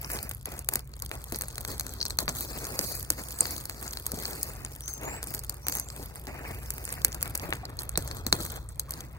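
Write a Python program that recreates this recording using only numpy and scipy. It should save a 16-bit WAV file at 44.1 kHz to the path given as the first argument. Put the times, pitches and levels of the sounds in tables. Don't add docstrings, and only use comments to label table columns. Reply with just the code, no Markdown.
import sys
import numpy as np
from scipy import signal
from scipy.fft import rfft, irfft, next_fast_len
from scipy.io import wavfile
from scipy.ndimage import map_coordinates

SR = 44100
rng = np.random.default_rng(int(sys.argv[2]) if len(sys.argv) > 2 else 0)


def master_out(mix):
    frames = np.transpose(np.atleast_2d(mix))
    ceiling = np.clip(frames, -1, 1)
    pcm = np.round(ceiling * 32767).astype(np.int16)
    wavfile.write(sys.argv[1], SR, pcm)


N = 404838
TIME = np.arange(N) / SR

BUBBLES = [(0.0145, -27.5, 13700, 0.37, -56, -60), (.046, -30, 5440, 0.15, -40.5, -64),
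           (0.1013, -31, 10500, 1.2, -37.5, -50), (.1172, -24, 11400, 0.64, -48, -43),
           (0.134, -26, 11300, 0.15, -69, -51), (.1888, -32.5, 3800, 0.3, -36, -59),
           (.229, -24, 13000, 0.88, -46, -40), (0.2932, -25, 11200, 0.49, -56, -49),
           (0.3125, -28.5, 8650, 0.73, -35.5, -58.5), (.316, -33, 11000, 0.81, -46, -60),
           (0.348, -31, 11000, .25, -57, -64), (0.4572, -24.5, 11100, 0.13, -41, -57),
           (0.5918, -26, 9300, 0.41, -55, -61), (0.6886, -13.5, 11700, 0.89, -28.5, -56),
           (.737, -18, 11700, 0.93, -40, -52), (0.7568, -13.5, 15100, 1.6, -31, -45.5),
           (.938, -38.5, 4380, 0.52, -47.5, -75), (1.0222, -23.5, 10100, 1.3, -43, -45.5),
           (1.1146, -31.5, 8800, 4.6, -30, -52), (1.3225, -25.5, 9100, 1.1, -37.5, -46),
           (1.3458, -29, 4340, 0.66, -40, -40), (1.3603, -25, 13000, 1.2, -50, -59),
           (1.3877, -26, 12000, 0.13, -50, -67), (1.411, -23, 16000, 2.9, -36, -51),
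           (1.42, -23, 9900, 0.49, -39.5, -50), (1.4366, -35, 10500, 0.38, -41, -51),
           (1.4836, -27.5, 9500, 0.21, -45, -62), (1.581, -25.5, 5000, 5, -36, -63),
           (1.608, -30.5, 11500, .5, -52, -64), (1.65, -26, 8600, 2.3, -33, -60),
           (1.6777, -29.5, 11100, .6, -51, -58), (1.797, -18.5, 9200, 1.7, -40, -53),
           (1.809, -25.5, 8500, 1.6, -37.5, -50), (1.8663, -28, 8360, 0.9, -40, -60),
           (1.893, -31, 7300, 0.28, -49, -59), (2.0034, -30, 5000, .15, -56, -62),
           (2.013, -19.5, 4600, 0.25, -65, -48), (2.018, -31, 6000, 0.7, -43, -55),
           (2.0278, -20.5, 4960, 0.19, -57, -55), (2.0534, -23, 6650, 1.7, -39, -44),
           (2.062, -25, 5150, .15, -51, -55), (2.066, -30, 5600, .25, -54, -55),
           (2.0996, -31, 9500, .9, -53, -58), (2.1056, -24.5, 5700, 1, -37, -42),
           (2.188, -13, 6250, 0.99, -26.5, -35.5), (2.204, -25, 14200, 0.67, -56, -41),
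           (2.2797, -22.5, 4660, 0.13, -25, -35), (2.2915, -21.5, 6240, 0.33, -35, -41.5),
           (2.4084, -22.5, 12200, 0.36, -59, -39.5), (2.6433, -28.5, 7000, .7, -48, -57),
           (2.652, -27, 6660, 0.71, -50, -53), (2.7913, -15, 5660, 0.74, -31, -51),
           (2.8117, -32, 7640, .9, -40, -52), (2.9526, -26, 11400, .7, -48, -52),
           (2.9967, -28, 11500, 0.55, -52, -50), (3.0092, -34, 12300, .35, -56, -46),
           (3.0285, -26.5, 11400, 1.1, -52, -58), (3.1032, -11, 8900, 0.87, -29, -44),
           (3.3077, -29.5, 6600, 0.72, -46, -48), (3.388, -27, 11100, .5, -52, -57),
           (3.4073, -7.5, 8300, 0.22, -33.5, -37), (3.4552, -26, 5200, 0.8, -31, -44),
           (3.4706, -33, 10800, .4, -43, -48), (3.508, -26, 7650, 0.49, -44, -32),
           (3.5804, -28, 8900, 1.2, -56, -59), (3.6553, -25.5, 9500, 2.3, -48, -64),
           (3.6966, -25, 10400, 3.5, -35, -53), (3.8786, -28, 6700, .3, -42, -50),
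           (3.9095, -31, 6700, 0.23, -57, -54), (3.9345, -28.5, 4200, 0.78, -41, -66),
           (3.972, -26, 3720, 0.74, -38, -56), (4.0657, -18.5, 9300, 0.51, -39, -39.5),
           (4.1184, -22, 9550, 1.1, -42, -60), (4.254, -22, 4570, 0.41, -38.5, -44),
           (4.3317, -32, 6000, 0.68, -50, -54), (4.4307, -16.5, 10200, 0.84, -53, -67),
           (4.649, -24.5, 7650, 0.29, -39, -51), (4.8792, -25.5, 6550, 0.17, -47, -37),
           (4.9379, -27, 11100, 0.3, -52, -56), (5.2294, -26, 7200, 0.71, -36, -46),
           (5.272, -28.5, 8500, .35, -54, -55), (5.306, -30.5, 14000, .6, -54, -57),
           (5.34, -25, 12000, .8, -41, -35.5), (5.3483, -21, 10400, 2, -45, -58),
           (5.3924, -27.5, 8400, 1.4, -52, -59), (5.4372, -31.5, 8760, 0.94, -49, -52),
           (5.496, -19.5, 10800, 3.3, -41.5, -48), (5.5431, -34.5, 10700, 0.49, -51, -55),
           (5.668, -25, 5400, 3.2, -33, -45), (5.684, -15.5, 8850, 1.2, -31.5, -41),
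           (5.6971, -24, 13900, 0.95, -37, -64), (5.721, -27, 12000, .6, -51, -54),
           (5.724, -23, 5500, 1.4, -37, -43), (5.74, -29, 12000, .8, -46, -50),
           (5.7525, -21, 11500, 0.45, -37.5, -36), (5.7703, -24, 10500, 0.65, -43, -51),
           (5.7856, -29, 7000, 1, -41, -47), (5.798, -19, 10300, 0.68, -43.5, -50),
           (5.902, -32, 4800, 0.77, -44, -70), (6.1576, -33, 9100, 0.25, -45, -43),
           (6.27, -35.5, 4730, 0.78, -40.5, -49), (6.7052, -20, 9300, 0.97, -39.5, -64),
           (6.7384, -31, 13400, .3, -61, -65), (6.7814, -30, 10900, 0.87, -41, -69),
           (6.8525, -24.5, 8700, 0.48, -51, -52), (6.8776, -36, 10300, .5, -40, -53),
           (6.8908, -28, 8100, 0.23, -50, -49), (6.926, -23.5, 9300, 0.25, -41, -59),
           (7.0478, -5.5, 9500, 1.3, -26.5, -42), (7.12, -32, 6400, 0.15, -48, -58),
           (7.1458, -27, 7000, 0.98, -39.5, -57), (7.149, -31, 11500, 0.8, -56, -55),
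           (7.228, -15, 10100, .85, -35, -57), (7.2576, -35, 10200, 0.72, -36, -55),
           (7.3056, -38, 11500, .25, -50, -68), (7.351, -24, 10500, 0.92, -37, -56),
           (7.354, -18.5, 8850, 1.1, -37, -61), (7.3764, -24, 9900, 0.39, -56, -49),
           (7.4181, -40, 10200, 1, -56, -53), (7.5263, -42, 7000, .9, -22, -46.5),
           (7.535, -29.5, 7600, 0.71, -33, -64), (7.6534, -29, 3900, 0.83, -51, -73),
           (7.79, -24, 3800, 0.58, -47, -42), (7.8334, -32, 11400, 0.1, -43, -50),
           (7.8929, -23, 10100, 0.52, -43.5, -65), (7.956, -24, 3650, 0.094, -38.5, -70),
           (7.9755, -13, 8500, 0.74, -28, -43), (8.0767, -29.5, 8800, 0.79, -43, -68),
           (8.1126, -29, 3900, 0.89, -38.5, -57), (8.2661, -19, 10200, 4.3, -33, -41.5),
           (8.3267, -9, 5170, 0.83, -19, -34.5), (8.4045, -31, 9000, 2.2, -52, -52),
           (8.4258, -32, 10600, 0.9, -53, -52), (8.451, -27, 13000, 0.5, -42, -45),
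           (8.4625, -33, 9700, 1.5, -44, -62), (8.6895, -31.5, 8750, 0.12, -64, -50.5),
           (8.7962, -17.5, 10900, 1.7, -47.5, -48), (8.908, -22.5, 12800, 0.93, -49, -63),
           (8.938, -28.5, 3800, 0.87, -51, -52)]
# frequency in Hz, level in dB.
SNAP_TONE = [(80, -34), (300, 0), (700, 0), (1600, 4), (2400, 3.5), (3400, 4.5), (4500, -5), (7000, -35),
             (16000, -89)]
TICK_SNAP_TONE = [(80, -28), (400, -10.5), (1800, -4), (2600, -3), (3300, 8), (16000, -53)]
# pitch in Hz, width in Hz, level in dB.
CUP_RINGS = [(4200, 560, 1.5), (6050, 570, -1.5), (7600, 610, 0.5), (8800, 620, 0), (10200, 2400, -6),
             (12000, 2800, -4), (15400, 2100, -2.5)]
# time in seconds, share from 0 to 1.
CUP_HEAT = [(0, 0.97), (.25, 0.75), (.45, 0.43), (.75, 0.63), (1.1, 0.42), (1.65, 0.21), (2.03, 0.1),
            (2.3, 0.1), (2.5, 0.37), (2.8, 0.53), (3.25, 0.49), (3.45, 0.45), (3.9, .45), (4.15, 0.26),
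            (4.65, .7), (5.25, 0.63), (5.6, 0.55), (6.1, 0.5), (6.45, 0.81), (7.05, 0.63), (7.5, 0.5),
            (8, 0.17), (8.55, 0.02), (9.18, 0.56)]
# time in seconds, roar level in dB, spray level in dB.
SIMMER_LEVELS = [(0.0, -50, -51), (0.4, -63, -62), (0.9, -60.5, -65.5), (1.3, -51.5, -51.5),
                 (2.0, -53.5, -51.5), (2.17, -55, -77), (3.3, -50, -46), (4.0, -53, -51.5),
                 (4.6, -48.5, -51), (4.78, -55, -53), (4.95, -53.5, -54.5), (5.55, -55.5, -57),
                 (6.2, -53, -62), (6.7, -49, -48.5), (7.2, -49, -53), (7.7, -49.5, -62),
                 (8.7, -58.0, -67.5), (9.18, -55, -64)]
# start in seconds, rise time in seconds,
# seconds from the start until it fades, roar level in dB, spray level in dB.
FLAME_SURGES = [(.001, 0.025, .28, -48.5, -51), (0.091, 0.01, 0.06, -40, -37.5),
                (0.453, 0.0038, 0.13, -46.5, -50), (0.703, 0.036, .016, -39.5, -39.5),
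                (1.116, 0.011, 0.022, -45.5, -46.5), (1.246, 0.016, 0.28, -61, -60),
                (1.665, 0.036, 0.032, -38.5, -38), (1.785, 0.05, 0.18, -49.5, -54.5),
                (2.336, 0.024, 0.092, -44, -38), (2.444, 0.051, 0.4, -44.5, -41),
                (2.78, 0.042, 0.17, -45.5, -36), (3.164, 0.03, 0.014, -40.5, -35),
                (3.377, 0.027, .2, -46.5, -40), (3.791, .034, 0.076, -46, -44),
                (4.125, 0.028, 0.36, -45.5, -42.5), (4.975, 0.065, 0.19, -40.5, -50),
                (5.256, 0.051, 0.016, -43, -36), (5.656, .034, 0.17, -53, -52),
                (5.889, 0.045, 0.19, -52.5, -49), (6.269, .02, 0.13, -44.5, -55),
                (6.435, 0.017, 0.075, -43, -52), (6.866, .034, 0.11, -46, -51),
                (7.202, 0.013, .066, -44.5, -50), (7.383, 0.051, 0.074, -40, -47.5),
                (7.964, 0.029, 0.22, -46.5, -50), (8.363, 0.029, 0.085, -42, -40.5),
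                (8.479, 0.038, 0.087, -43, -48.5), (8.88, 0.02, 0.15, -50, -52.5)]
# frequency in Hz, level in dB.
COOL_ROAR_TONE = [(40, -25), (110, 4.5), (190, 4), (420, 3), (800, -2), (1300, -2), (1750, -9),
                  (2300, -14.5), (3300, -10), (6000, -27), (16000, -42)]
HOT_ROAR_TONE = [(40, -21), (110, 1.5), (200, 3.5), (420, 1.5), (800, 1), (1300, -3.5), (1900, -3),
                 (2600, -2.5), (3300, -18), (6000, -22.5), (16000, -24.5)]
# start in seconds, level in dB, base pitch in Hz.
VAPOUR_PUFFS = [(0.755, -28.5, 200), (1.323, -25, 177), (1.702, -31.5, 168), (2.221, -28, 331),
                (2.279, -34, 512), (2.791, -24, 240), (3.106, -28.5, 201), (4.134, -23.5, 173),
                (4.173, -30, 208), (5.994, -31.5, 256), (7.05, -61, 220), (7.488, -26, 252),
                (7.976, -20.5, 207.5), (8.265, -25, 154), (8.327, -20, 175)]
# frequency in Hz, level change in dB.
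MICROPHONE_TREBLE = [(4000, 4.5), (8000, 0), (9200, 0), (10100, -2.5), (11300, 2.5), (12500, 1.5),
                     (13800, -10), (15300, 5.5), (16000, -1)]
# frequency in Hz, lead in radians.
LEFT_LEAD = [(100, -0.5), (1000, 1.5337), (2000, 1.7252), (3100, 4), (4200, 4.5), (5300, 3.5), (6000, 7),
             (7000, 5.5), (8400, 8), (9300, 4), (10200, 3.5), (11400, 0.2), (12800, 1.3), (13700, -6.5),
             (14700, -7), (16000, 4)]
# frequency in Hz, left minus right in dB.
LEFT_LOUDER = [(100, 1.5), (400, 1.5), (1100, 5.5), (1600, 2), (2200, -1), (3500, 2.5), (7500, 2.5),
               (9000, -3.5), (10200, 0)]
# frequency in Hz, likeness from 0 to 1.
LIKENESS = [(300, 0.81), (1000, 1), (2400, 0.53), (3100, 1), (4500, 0.13), (8200, 0.034), (10000, 0.72),
            (12000, 0.5), (13300, 1), (15500, 0.28)]
# start in seconds, length in seconds, first pitch in Hz,
# top pitch in Hz, climb time in seconds, level in dB.
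BIRD_NOTES = [(3.082, 0.36, 5940, 7050, .17, -58), (3.316, 0.073, 7800, 8150, .08, -48),
              (4.213, 0.27, 7940, 8650, 0.27, -55), (4.814, 0.17, 5850, 6330, .07, -43),
              (5.017, 0.17, 6400, 8060, .15, -43.5), (5.618, 0.22, 5640, 6310, 0.056, -45.5),
              (5.832, 0.13, 6520, 8360, .1, -50.5)]
# start in seconds, length in seconds, pitch in Hz, level in dB.
FAR_YELPS = [(7.631, 0.013, 380, -47.5), (8.878, 0.03, 562, -47.5)]
# frequency in Hz, level in dB.
YELP_TONE = [(300, -51), (750, 13), (1150, 3.5), (1500, -9), (2500, -24), (5000, -60)]
WIND_TONE = [(15, -43), (28, -19), (40, 8), (60, 8), (90, 8.5), (130, 3), (200, -10.5), (400, -36),
             (1000, -33), (3000, -77), (16000, -47)]
# time in seconds, level in dB.
WIND_LEVELS = [(0, -47), (1.6, -45.5), (2.3, -47.5), (6.8, -47.5), (8.3, -42.5), (9.18, -48.5)]
# pitch in Hz, level in dB.
MACHINE_TONES = [(59.1, -47.5), (72, -61), (91.4, -57.5), (117.8, -59.5), (133.8, -54.5), (150, -66.5)]

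HOT_SHIFT, HOT_BLUR, HOT_TILT_DB = 0.2, 0.94, 4
HOLLOW_HZ, HOLLOW_OCTAVES = 2867, 0.073
SPRAY_RISE_S, SPRAY_HOLD_S, SPRAY_FALL_DB_PER_S = 0.0049, 0.0022, 287
SURGE_FALL_DB_PER_S, FLARE_DB = 203, -4.5


def bubble_pops(heat, crack_db=-3.0, snap_db=1, tear_db=-1, tear_s=0.00056, wall_db=-8, ring_db=-17,
                ring_fade_s=0.053, cool_ring_db=-7, cool_fade_s=0.015, cool_drop=0.24, size=2048):
    out, t, hz = np.zeros((2, N)), np.arange(size) / SR, np.fft.rfftfreq(size, 1 / SR)
    click = t == 0
    ring_hz, ring_width, ring_levels = np.transpose(CUP_RINGS)
    for start, db, pitch_hz, octaves, low_db, _ in BUBBLES:
        warmth = heat[int(np.clip(start * SR, 0, N - 1))]
        tear = rng.standard_normal(size) * t * np.exp(-t / tear_s)
        walls = amp(wall_db) * noise_burst(t, fade_s=.007)
        ringing = amp(ring_db) * noise_burst(t, ring_fade_s)
        blow = click + amp(tear_db) * tear / np.linalg.norm(tear) + walls + ringing
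        crack = irfft(rfft(blow) * ringing_filter(bubble_gain(hz, pitch_hz, octaves) * cup(hz, warmth)))
        add(out, start, at_level(crack, db + crack_db))
        rings = np.sin(2 * np.pi * ring_hz[:, None] * (1 + HOT_SHIFT * warmth) * t)
        rings *= fade(t, cool_fade_s)
        strengths = amp(ring_levels + 2 * rng.standard_normal((2, len(ring_hz))))
        strengths *= bubble_gain(ring_hz, pitch_hz, octaves) / ring_width ** 2
        add(out, start, (1 - warmth) ** 2 * at_level(strengths @ rings, db + cool_ring_db))
        push = click + .3 * noise_burst(t, fade_s=.012)
        snap_gain = amp(along(SNAP_TONE, hz * (1 + cool_drop * (1 - warmth)))) * hollow(hz, warmth)
        snap = irfft(rfft(push) * ringing_filter(snap_gain))
        add(out, start, at_level(snap, low_db + snap_db))
    return out


def bubble_ticks(spray_db, heat, tick_db=-48, spread_db=6.5, cap_db=-40, snap_db=-12, follow=0.63,
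                 centre_hz=9800, spread_octaves=0.41, width_octaves=0.56, count=340, size=512):
    out, t, hz = np.zeros((2, N)), np.arange(size) / SR, np.fft.rfftfreq(size, 1 / SR)
    starts = rng.integers(N, size=count)
    strength, highness = np.clip(rng.standard_normal((2, count)), -2, 2)
    bubble = bubble_gain(hz, centre_hz * 2 ** (spread_octaves * highness[:, None]), width_octaves)
    noise = rng.standard_normal((count, size)) + 0.041 * rng.standard_normal((2, count, size))
    tear = noise * fade(t, fade_s=.006)
    ticks = irfft(rfft(tear) * ringing_filter(bubble * cup(hz, heat[starts, None])))
    boil_db = follow * (spray_db - np.mean(spray_db))[starts]
    db = np.minimum(tick_db + spread_db * strength + boil_db, cap_db)
    snap = unit(irfft(ringing_filter(amp(along(TICK_SNAP_TONE, hz)))))
    for k in range(count):
        snap_gain = amp(snap_db - 2 * highness[k])
        add(out, starts[k] / SR, amp(db[k]) * (unit(ticks[:, k]) + snap_gain * snap))
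    return out


def bubble_gain(hz, pitch_hz, octaves):
    return 1 / (1 + (np.log2((hz + 1) / pitch_hz) / octaves) ** 2)


def spray_fizz(spray_db, heat, drops_per_s=1500, hiss_db=-7):
    density = drops_per_s * amp(0.76 * (spray_db - np.mean(spray_db)))
    droplets = unit(random_clicks(density, spread_db=7) / np.sqrt(density))
    crackle = reflections(droplets + amp(hiss_db) * rng.standard_normal(N), share=0.27, fade_s=0.0023)
    return amp(spray_db) * in_cup(crackle, heat, cup)


def flame(roar_db, heat, flame_db=1, flutter_db=1.5, self_heating=0.4):
    pushes = random_clicks(2400, spread_db=2.0) + .5 * rng.standard_normal(N)
    roar = in_cup(reflections(pushes, share=0.21, fade_s=0.0084), heat, hollow)
    cool, hot = with_tone(roar, COOL_ROAR_TONE), with_tone(roar, HOT_ROAR_TONE)
    glow = np.clip(heat * amp(self_heating * (roar_db - np.mean(roar_db))), 0, 1)
    return amp(roar_db + flame_db + flutter_db * wobble(70)) * ((1 - glow) * cool + glow * hot)


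def burning_levels():
    power = amp(curves(SIMMER_LEVELS)) ** 2
    for start, rise_s, hold_s, roar_db, spray_db in FLAME_SURGES:
        surge = swell(rise_s, hold_s, SURGE_FALL_DB_PER_S)
        add(power, start, (amp([[roar_db], [spray_db]]) * surge) ** 2)
    flare = swell(SPRAY_RISE_S, SPRAY_HOLD_S, SPRAY_FALL_DB_PER_S)
    for start, *_, snap_db, spray_db in BUBBLES:
        roar_db = (snap_db + spray_db) / 2 + FLARE_DB
        add(power, start, (amp([[roar_db], [spray_db]]) * flare) ** 2)
    return 10 * np.log10(power)


def puffs(fade_s=0.084, rise_s=0.0016, glide=2.16, glide_s=0.00317, sink_s=0.0492, size=6000):
    out, t = np.zeros(N), np.arange(size) / SR
    for start, db, base_hz in VAPOUR_PUFFS:
        hz = base_hz * (1 + glide * np.exp(-t / glide_s)) * np.exp(-t / sink_s)
        phase = 2 * np.pi * np.cumsum(hz) / SR
        keep_lows = signal.butter(2, base_hz, fs=SR, output='sos')
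        churn = unit(signal.sosfilt(keep_lows, rng.standard_normal(size)))
        loudness = 0.91 * amp(db) * (1 - np.exp(-t / rise_s)) * fade(t, fade_s)
        add(out, start, loudness * np.sin(phase + 1.14 * churn))
    return out


def cup(hz, heat):
    cool_hz, blur = hz / (1 + HOT_SHIFT * heat), 1 + HOT_BLUR * heat
    power = sum(amp(db) ** 2 / (1 + (2 * (cool_hz - centre) / (width * blur)) ** 2)
                for centre, width, db in CUP_RINGS) / blur
    low_cut = 1 + (3750 / (cool_hz + 1)) ** 26
    brighten_db = HOT_TILT_DB * heat * np.log2((hz + 1) / CUP_RINGS[2][0])
    return np.sqrt(power / low_cut) * amp(along(MICROPHONE_TREBLE, hz) + brighten_db)


def hollow(hz, heat):
    away = np.log2((hz + 1) / (HOLLOW_HZ * (1 + HOT_SHIFT * heat))) ** 2
    return away / (away + HOLLOW_OCTAVES ** 2)


def in_cup(x, heat, gain, size=512):
    pieces = np.pad(x, ((0, 0), (0, -N % size))).reshape(2, -1, size)
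    gains = gain(np.fft.rfftfreq(2 * size, 1 / SR), heat[::size, None])
    return unit(join(irfft(rfft(pieces, 2 * size) * ringing_filter(gains)), size))


def microphones(x, near_alike=0.76):
    def width(hz):
        signs = np.array([[1], [-1]])
        alike = np.clip(along(LIKENESS, hz), 0, .99)
        return np.sqrt((1 + alike * signs) / (1 + near_alike * signs))
    def delay_and_shade(hz):
        left = amp(along(LEFT_LOUDER, hz) / 2) * np.exp(.5j * along(LEFT_LEAD, hz))
        pair = np.array([left, 1 / left])
        return pair / np.sqrt(np.mean(abs(pair) ** 2, axis=0))
    mid, side = filtered(np.array([x[0] + x[1], x[0] - x[1]]) / 2, width)
    return filtered(np.array([mid + side, mid - side]), delay_and_shade)


def bird(waver=0.0098, flutter_db=2.0):
    out = np.zeros(N)
    drift = 1 + waver * wobble(730)
    for start, length, low_hz, high_hz, climb_s, db in BIRD_NOTES:
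        on = (TIME > start) & (TIME < start + length)
        t = TIME[on] - start
        hz = (low_hz + (high_hz - low_hz) * np.minimum(t / climb_s, 1)) * drift[on]
        arch = np.sqrt(2 * abs(np.sin(np.pi * t / length)))
        out[on] += amp(db) * arch * np.sin(2 * np.pi * np.cumsum(hz) / SR)
    return reflections(out * amp(flutter_db * wobble(60)), share=0.9, fade_s=0.15, size=4096)


def yelps(roughness=0.045):
    out = np.zeros(N)
    for start, length, hz, db in FAR_YELPS:
        arch = np.sin(np.pi * np.clip((TIME - start) / length, 0, 1))
        phase = 2 * np.pi * np.cumsum(hz * (1 + roughness * wobble(300))) / SR
        voice = sum(amp(along(YELP_TONE, k * hz)) * np.sin(k * phase) for k in range(1, 5))
        out += amp(db) * arch * voice
    return reflections(out, share=0.2, fade_s=0.038, size=4096)


def wind(gust_db=2.5, side_db=-12):
    mid, side = rng.standard_normal((2, N)) * amp([[0], [side_db]])
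    rumble = with_tone(np.array([mid + side, mid - side]), WIND_TONE)
    return amp(curves(WIND_LEVELS)[0] + gust_db * wobble(4.7)) * rumble


def machine_hum(waver_db=0.32):
    out = np.zeros(N)
    for hz, db in MACHINE_TONES:
        loudness = np.sqrt(2) * amp(db + waver_db * wobble(5.4))
        out += loudness * np.sin(2 * np.pi * hz * TIME + .5 * wobble(5.9))
    return out


def reflections(x, share, fade_s, size=1024):
    pieces = np.pad(x, (0, -N % size)).reshape(-1, size)
    tails = rng.standard_normal((2, len(pieces), size)) * fade(np.arange(size) / SR, fade_s)
    tails /= np.linalg.norm(tails, axis=-1, keepdims=True)
    echoes = join(irfft(rfft(pieces, 2 * size) * rfft(tails, 2 * size)), size)
    return np.sqrt(1 - share) * x + np.sqrt(share) * echoes


def join(pieces, size):
    pieces[:, 1:, :size] += pieces[:, :-1, size:]
    return pieces[..., :size].reshape(2, -1)[:, :N]


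def random_clicks(rate, spread_db):
    sizes = amp(spread_db * np.clip(rng.standard_normal(N), -2, 2))
    return unit((rng.random(N) < rate / SR) * sizes * rng.choice([-1, 1], N))


def noise_burst(t, fade_s):
    return rng.standard_normal((2, len(t))) * fade(t, fade_s) * np.sqrt(2 * np.log(1000) / (fade_s * SR))


def fade(t, fade_s):
    return amp(-60 * t / fade_s)


def swell(rise_s, hold_s, fall_db_per_s):
    t = np.arange(int((hold_s + .5) * SR)) / SR
    return np.minimum(t / rise_s, 1) * amp(-fall_db_per_s * np.maximum(t - hold_s, 0))


def wobble(rate):
    steps = np.arange(0, N * rate / SR + 1, 1 / 8)
    smooth = map_coordinates(rng.standard_normal(int(steps[-1]) + 4), [steps])
    return np.interp(TIME * rate, steps, smooth)


def amp(db):
    return 10 ** (np.asarray(db) / 20)


def unit(x):
    return x / np.sqrt(np.mean(x ** 2) + 1e-20)


def at_level(x, db, span_s=.003):
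    return amp(db) * x * np.sqrt(span_s * SR * len(x) / np.sum(x ** 2))


def along(table, hz):
    row_hz, values = np.transpose(table)
    return np.interp(np.log(hz + 1), np.log(row_hz + 1), values)


def curves(table):
    times, *columns = np.transpose(table)
    return [np.interp(TIME, times, column) for column in columns]


def filtered(x, response):
    size = next_fast_len(N + 8192)
    return irfft(rfft(x, size) * response(np.fft.rfftfreq(size, 1 / SR)), size)[..., :N]


def with_tone(x, table):
    return unit(filtered(x, lambda hz: amp(along(table, hz))))


def ringing_filter(gain):
    cepstrum = irfft(np.log(np.maximum(gain, 1e-6)))
    half = cepstrum.shape[-1] // 2
    forward_only = np.r_[1, np.full(half - 1, 2), 1, np.zeros(half - 1)]
    return np.exp(rfft(cepstrum * forward_only))


def add(track, start, sound):
    part = track[..., max(round(start * SR), 0):][..., :sound.shape[-1]]
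    part += sound[..., :part.shape[-1]]


def scene():
    roar_db, spray_db = burning_levels()
    heat = curves(CUP_HEAT)[0]
    boiling = bubble_pops(heat) + spray_fizz(spray_db, heat) + bubble_ticks(spray_db, heat)
    fire = boiling + flame(roar_db, heat) + puffs()
    return microphones(fire) + bird() + yelps() + wind() + machine_hum()


def record(dry, top_hz=16000):
    return filtered(np.clip(dry, -1, 1), lambda hz: 1 / np.sqrt(1 + (hz / top_hz) ** 120))


dry = scene()
out = record(dry)
master_out(out)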